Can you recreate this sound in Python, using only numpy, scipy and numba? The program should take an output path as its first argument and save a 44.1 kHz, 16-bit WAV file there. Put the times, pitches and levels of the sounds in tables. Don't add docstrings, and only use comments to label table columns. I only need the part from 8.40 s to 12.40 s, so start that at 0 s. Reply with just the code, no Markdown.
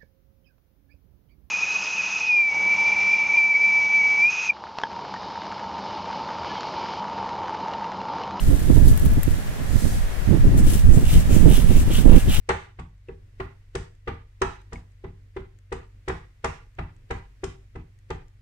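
import sys
import numpy as np
from scipy import signal
from scipy.fft import rfft, irfft
from scipy.io import wavfile
from scipy.ndimage import uniform_filter1d, map_coordinates
from numba import njit

SR = 44100
rng = np.random.default_rng(int(sys.argv[2]) if len(sys.argv) > 2 else 0)


def bounce(signal):
    frames = np.transpose(np.atleast_2d(signal))
    limited = np.clip(frames, -1, 1)
    pcm = np.round(limited * 32767).astype(np.int16)
    wavfile.write(sys.argv[1], SR, pcm)


def boost_factor(decibels):
    exponent = np.asarray(decibels, float) / 20
    return 10 ** exponent


N = 176400
TIME = np.arange(N) / SR

LAG_SAMPLES, PAN_DB = 3.46, 2.5
DIRECT = 0.26


def curve(table, col):
    table = np.array(table, float)
    return np.interp(TIME, table[:, 0], table[:, col])


def unit(x):
    return x / np.sqrt(np.mean(x ** 2, axis=-1, keepdims=True))


def colour(x, points):
    hz, db = np.array(points, float).T
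    bins_hz = np.arange(N // 2 + 1) * SR / N
    gain_db = np.interp(np.log(bins_hz + 1), np.log(hz), db)
    return irfft(rfft(x) * boost_factor(gain_db), N)


@njit
def svf(x, hz, width):
    band, low, b, l = np.empty(len(x)), np.empty(len(x)), 0., 0.
    for i in range(len(x)):
        g, k = np.tan(np.pi * hz[i] / SR), width[i] / hz[i]
        v = (b + g * (x[i] - l)) / (1 + g * (g + k))
        low[i] = l + g * v
        b, l, band[i] = 2 * v - b, 2 * low[i] - l, k * v
    return band, low


def band(x, hz, width):
    return svf(x, hz + np.zeros(N), width + np.zeros(N))[0]


def low(x, hz):
    return svf(x, hz + np.zeros(N), 1.25 * hz + np.zeros(N))[1]


def walk(rate):
    k = int(SR / rate)
    held = np.repeat(rng.standard_normal(N // k + 1), k)
    return 1.32 * uniform_filter1d(uniform_filter1d(held, k), k)[:N]


def clicks(rate, scatter):
    happens = rng.random(N) < rate / SR
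    size = np.minimum(rng.exponential(size=N), 3.5)
    sign = np.sign(rng.standard_normal(N))
    return unit(happens * boost_factor(scatter * size) * sign)


def decay(x, t60):
    return signal.lfilter([1], [1, -np.exp(-np.log(1000) / (t60 * SR))], x)


def hump(middle, length, sharp=1.1):
    phase = np.clip((TIME - middle) / length, -.5, .5)
    return np.cos(np.pi * phase).clip(0) ** sharp


def ports(make, pan_db, direct):
    common = make()
    late = map_coordinates(common, [np.arange(N) - LAG_SAMPLES], mode="mirror")
    scattered = np.array([make(), make()])
    pair = np.sqrt(direct) * np.array([late, common]) + np.sqrt(1 - direct) * scattered
    return pair * boost_factor(np.array([[pan_db], [-pan_db]]) / 2)


def wind(table):
    eddies = walk(35)
    strength = curve(table, 2) + 25
    rumble_flicker_db, buffet_flicker_db = 1.5, 2.5

    def puffs():
        return clicks(170, 4.0) + 0.86 * rng.standard_normal(N)

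    swing_hz = np.clip(129 * boost_factor(0.27 * strength), 50, 300)
    knee_hz = 41
    slow_puffs = signal.lfilter([1], [1, -np.exp(-2 * np.pi * knee_hz / SR)], puffs())
    swing = low(slow_puffs, swing_hz)
    swing = swing - low(swing, 12.5)
    swing = unit(unit(swing) * boost_factor(rumble_flicker_db * eddies))

    buffet_hz = np.clip(200 + 4 * (strength + buffet_flicker_db * eddies), 90, 600)
    buffet = band(puffs(), buffet_hz, 1.04 * buffet_hz)
    buffet = low(low(buffet, 1.293 * buffet_hz), 6.2 * buffet_hz) / np.sqrt(buffet_hz)
    buffet = unit(buffet * boost_factor(buffet_flicker_db * eddies))
    return swing * boost_factor(curve(table, 1)) + buffet * boost_factor(curve(table, 2))


def yard():
    # (frequency [Hz], relative density [dB per Hz])
    roar_colour = [(60, -14.5), (150, 2), (280, -12), (600, -11.5), (1100, -18), (1800, -17), (2300, -20.5),
                   (4500, -28), (7200, -29), (12000, -31), (16000, -38)]
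    # (centre pitch [Hz], peak level before wavering [dB])
    whine = [(1676, -54), (1894, -57)]
    roar = unit(colour(rng.standard_normal((2, N)), roar_colour)) * boost_factor(-35.5 + .8 * walk(3))

    def tone(hz):
        phase = 2 * np.pi * np.cumsum(hz + 7 * walk(12)) / SR
        return np.sin(phase + np.array([[0], [1.2]]))

    return roar + sum(boost_factor(db + 2.5 * walk(6)) * tone(hz) for hz, db in whine)


def fizz():
    # (time [s], level [dB])
    levels = [(0, -43.5), (.1, -42.5), (.19, -41.5), (.27, -45), (.36, -40.5), (.43, -45.5), (.49, -35.5),
              (.55, -46), (.68, -46), (.8, -51), (.92, -42), (1.05, -51), (1.25, -60)]
    # (frequency [Hz], relative density [dB per Hz])
    fizz_colour = [(1760, -27), (3000, -1.5), (5750, -3), (7300, 1), (11500, -1), (14900, -4.5),
                   (16000, -18)]

    def steam():
        return unit(colour(rng.standard_normal(N) + 1.2 * clicks(900, 4.2), fizz_colour))

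    fade = np.clip((1.3 - TIME) / 0.37, 0, 1)
    return ports(steam, PAN_DB, DIRECT) * boost_factor(curve(levels, 1) + walk(16.4)) * fade


def ticks():
    # (time [s], peak before colouring [dB], left over right [dB])
    snaps = [(.195, -21, 3), (.458, -20, 3), (.486, -18, 5), (.515, -22, 2), (.566, -23, 2), (.576, -13, 4),
             (.597, -21, 4), (.652, -19, 4), (.659, -14, 5), (.689, -23, 1), (.716, -22, 1),
             (.7345, -21, 1), (.832, -10, 3), (2.177, -17, 0), (2.7395, -18, 2), (3.1007, -18, 2),
             (3.1145, -14, 2), (3.171, -15, 3), (3.5357, -15, 2), (3.5547, -17, 2), (3.8955, -20, 1),
             (3.9455, -8, 3)]
    # (frequency [Hz], gain [dB])
    tick_colour = [(2000, -6), (5000, -9), (8000, 1.5), (11000, 2.5), (16000, -2.5)]
    hits = np.zeros((2, N))
    for s, db, pan_db in snaps:
        hits[:, int(s * SR)] = boost_factor(db + np.array([pan_db, -pan_db]) / 2)
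    sign = np.sign(rng.standard_normal(N))
    noise = rng.standard_normal((2, N))
    snap = decay(hits, 0.0011) * sign
    hiss = boost_factor(-18) * decay(hits, 0.037) * noise
    left, right = colour(snap + hiss, tick_colour)
    return np.array([np.roll(left, round(LAG_SAMPLES)), right])


def slaps():
    # (time [s], dip before the rebound is added [dB])
    suctions = [(0.3104, -1), (0.3807, 2), (0.4587, -3), (0.476, -6), (.667, -3), (0.78, 1.5), (0.878, -10),
                (1.878, -6), (1.9138, 3.5), (1.9267, -4), (1.9487, 1), (2.574, 7), (3.059, 2.5),
                (3.695, -3), (3.709, 3), (3.7397, 2)]
    dip_s, rebound = 0.0011, 4.2

    def bell(t, width):
        return np.exp(-.5 * (t / width) ** 2)

    out = np.zeros(N)
    for s, db in suctions:
        t = TIME - s
        out += boost_factor(db) * (bell(t, rebound * dip_s) / rebound - bell(t, dip_s))
    return out


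def swish():
    # (frequency [Hz], relative density [dB per Hz])
    swish_colour = [(1500, -21), (3500, -5.5), (5500, -4), (8400, -1.5), (12000, -6.5), (16000, -13)]
    hiss = unit(colour(rng.standard_normal((2, N)), swish_colour))
    return hiss * boost_factor(-39) * hump(1.45, 0.49, 1.45)


def rasp():
    # (middle [s], length [s], grit level [dB], ring level [dB], ring centre [Hz])
    strokes = [(2.186, 0.036, -43, -57, 2820), (2.334, 0.21, -37, -52, 2950), (2.565, 0.12, -44, -57, 2640),
               (2.743, 0.19, -35.5, -41.5, 3000), (2.966, .15, -39.5, -46.5, 2540),
               (3.164, 0.18, -37, -39.5, 3000), (3.369, 0.18, -40, -45, 2650),
               (3.567, 0.14, -36.5, -37, 2900), (3.773, 0.18, -41, -41.5, 2620),
               (3.953, 0.14, -35.5, -35.5, 2900)]
    # (frequency [Hz], width [Hz], level relative to the main ring [dB])
    blade = [(1552, 63, -18), (2360, 120, -14), (3700, 32, -18), (2010, 650, -15)]
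    # (frequency [Hz], relative density [dB per Hz])
    grit_colour = [(1500, -5), (3000, -3), (4400, -6.5), (5600, -3.5), (8500, -2.5), (10700, -3),
                   (14700, -6), (16000, -4.5)]
    # (frequency [Hz], gain [dB])
    left_ring_tilt = [(1500, 4), (2500, -5.5), (3700, 2.5), (6000, -19)]
    # (frequency [Hz], gain [dB])
    right_grit_tilt = [(5000, 2), (8000, -1.5), (14000, -2.5)]
    middles, lengths, grit_db, ring_db, pitches = np.array(strokes, float).T

    swells, bites = [], []
    for middle, length in zip(middles, lengths):
        drag = boost_factor(-6.5) * hump(middle, 1.92 * length)
        swells.append(hump(middle, length) + drag)
        early_bite = hump(middle - .12 * length, .72 * length, .3)
        bites.append(early_bite + boost_factor(-6) * hump(middle, 1.52 * length))

    ring_hz = np.interp(TIME, middles, pitches) * (1 + .03 * walk(40))
    jolts = unit(decay(np.abs(clicks(370, 4)), 0.013)) + 1.3

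    def ring():
        drive = jolts * rng.standard_normal(N)
        width_hz = 1.14 * 990
        body = unit(band(band(drive, ring_hz, width_hz), ring_hz, width_hz))
        return body + sum(boost_factor(db) * unit(band(drive, hz, width)) for hz, width, db in blade)

    patches = boost_factor(-10.5 + 4.5 * walk(29.64))

    def grit():
        chips = clicks(5000, 5.6) + 0.95 * rng.standard_normal(N) + 0.4 * clicks(200, 3.5)
        spray = unit(colour((jolts + 3.7) * chips, grit_colour))
        spray = spray * boost_factor(1.5 * walk(120) + 1.56 * walk(30))
        sing_hz = 2.94 * ring_hz * boost_factor(0.65 * walk(12))
        return spray + patches * unit(band(spray, sing_hz, 1700))

    left, right = ports(ring, 0.59, 0.84)
    near, shaded = ports(grit, PAN_DB, DIRECT)
    ring_pair = np.array([colour(left, left_ring_tilt), right])
    grit_pair = np.array([near, colour(shaded, right_grit_tilt)])
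    return ring_pair * (boost_factor(ring_db) @ np.array(bites)) + grit_pair * (boost_factor(grit_db) @ np.array(swells))


def scene():
    # (time [s], slow rumble [dB], fast buffeting [dB])
    left_wind = [(0.0, -32, -32.5), (0.08, -11, -26), (0.13, -21, -38), (0.23, -25, -28.5),
                 (0.32, -16, -31), (0.4, -24, -36), (0.47, -11.5, -24), (0.52, -10.5, -26.5),
                 (0.6, -17, -34), (0.65, -20, -23.5), (0.71, -10, -43), (0.82, -19, -34), (0.9, -17, -41),
                 (0.92, -19, -28.5), (0.99, -30, -48), (1.2, -32, -33.5), (1.4, -26.5, -48),
                 (1.58, -16.5, -30.5), (1.69, -17.5, -68), (1.85, -21.5, -45), (1.92, -25, -37.5),
                 (1.98, -23, -26), (2.01, -10, -44), (2.04, -11.5, -18.5), (2.08, -9.5, -20),
                 (2.16, -10, -25.5), (2.29, -12.5, -25.5), (2.32, -15.5, -33), (2.39, -13, -26),
                 (2.55, -15, -42), (2.62, -15, -22), (2.7, -20, -46), (2.77, -4.5, -19.5), (2.84, -19, -44),
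                 (2.93, -10.5, -24), (3.02, -30, -39), (3.06, -12, -32), (3.1, -17, -19.5),
                 (3.13, -15, -41), (3.19, -22, -37), (3.27, -19, -35), (3.3, -14, -22.5),
                 (3.4, -16.5, -35.5), (3.43, -11, -28), (3.45, -26, -32), (3.48, -14, -25.5),
                 (3.59, -19, -27.5), (3.63, -29, -61), (3.69, -10, -30), (3.71, -12, -43),
                 (3.76, -7.5, -28), (3.8, -28, -52), (3.84, -15, -29.5), (3.9, -15, -23.5),
                 (3.94, -16, -45), (3.99, -11.5, -21)]
    right_wind = [(0.0, -23, -32), (0.04, -8.5, -62), (0.08, -8, -19), (0.14, -11, -17.5),
                  (0.17, -17, -22.5), (0.22, -17.5, -33), (0.315, -10, -12), (0.345, -8, -29),
                  (0.37, -5, -13.5), (0.41, -7, -23), (0.47, -3, -21), (0.59, -25.5, -40), (0.66, -6, -15),
                  (0.7, -16, -28.5), (0.75, -15, -32), (0.78, -12, -19), (0.83, -28, -48),
                  (0.88, -11.5, -18), (0.91, -10, -35), (1.01, -29.5, -34.5), (1.1, -17.5, -30.5),
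                  (1.15, -29, -42), (1.22, -22, -27.5), (1.28, -18, -36.5), (1.35, -11.5, -25),
                  (1.41, -18.5, -28.5), (1.45, -9, -21), (1.5, -22, -25.5), (1.54, -16, -26),
                  (1.6, -20, -48), (1.78, -31.5, -56), (1.83, -35, -51), (1.885, -8, -23),
                  (1.945, -15.5, -12), (1.97, -11, -15), (2.0, -8.5, -31), (2.11, -15, -29),
                  (2.17, -10, -16), (2.28, -13, -26.5), (2.34, -14.5, -21), (2.38, -6, -27),
                  (2.43, -12.5, -33), (2.47, -2.5, -23), (2.52, -6, -21), (2.58, -9.5, -14),
                  (2.66, -10.5, -29.5), (2.72, -10.5, -23), (2.75, -1.5, -15.5), (2.85, -13, -28.5),
                  (2.88, -12, -22), (2.91, -11.5, -20), (2.95, -8, -12), (3.0, -5, -20.5), (3.06, -5, -11),
                  (3.11, -5, -15.5), (3.15, -11, -35), (3.18, -10.5, -18), (3.22, -14.5, -27),
                  (3.25, -9.5, -19.5), (3.28, -12, -30.5), (3.31, -5.5, -9.5), (3.33, -8, -22.5),
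                  (3.37, -5.5, -15.5), (3.43, -18, -34), (3.51, -12, -16.5), (3.55, -14.5, -43),
                  (3.59, -4, -12.5), (3.62, -11, -21.5), (3.65, -4.5, -13), (3.71, 0.5, -8.5),
                  (3.75, -0.5, -13), (3.78, -7.5, -16), (3.81, -22, -43), (3.89, -14.5, -21.5),
                  (3.93, -10, -39), (3.99, -34, -51)]
    port_limit = 1.4
    pressure = np.array([wind(left_wind), wind(right_wind) + slaps()])
    gusts = port_limit * np.tanh(pressure / port_limit)
    return gusts + rasp() + fizz() + ticks() + swish() + yard()


def roll_off(x):
    return signal.sosfilt(signal.butter(12, 16530, fs=SR, output="sos"), x)


def record(dry):
    top_cut = signal.ellip(10, .2, 70, 15750, fs=SR, output="sos")
    mix = np.clip(signal.sosfilt(top_cut, dry), -1, 1)
    return roll_off(mix)


dry = scene()
out = record(dry)
bounce(out)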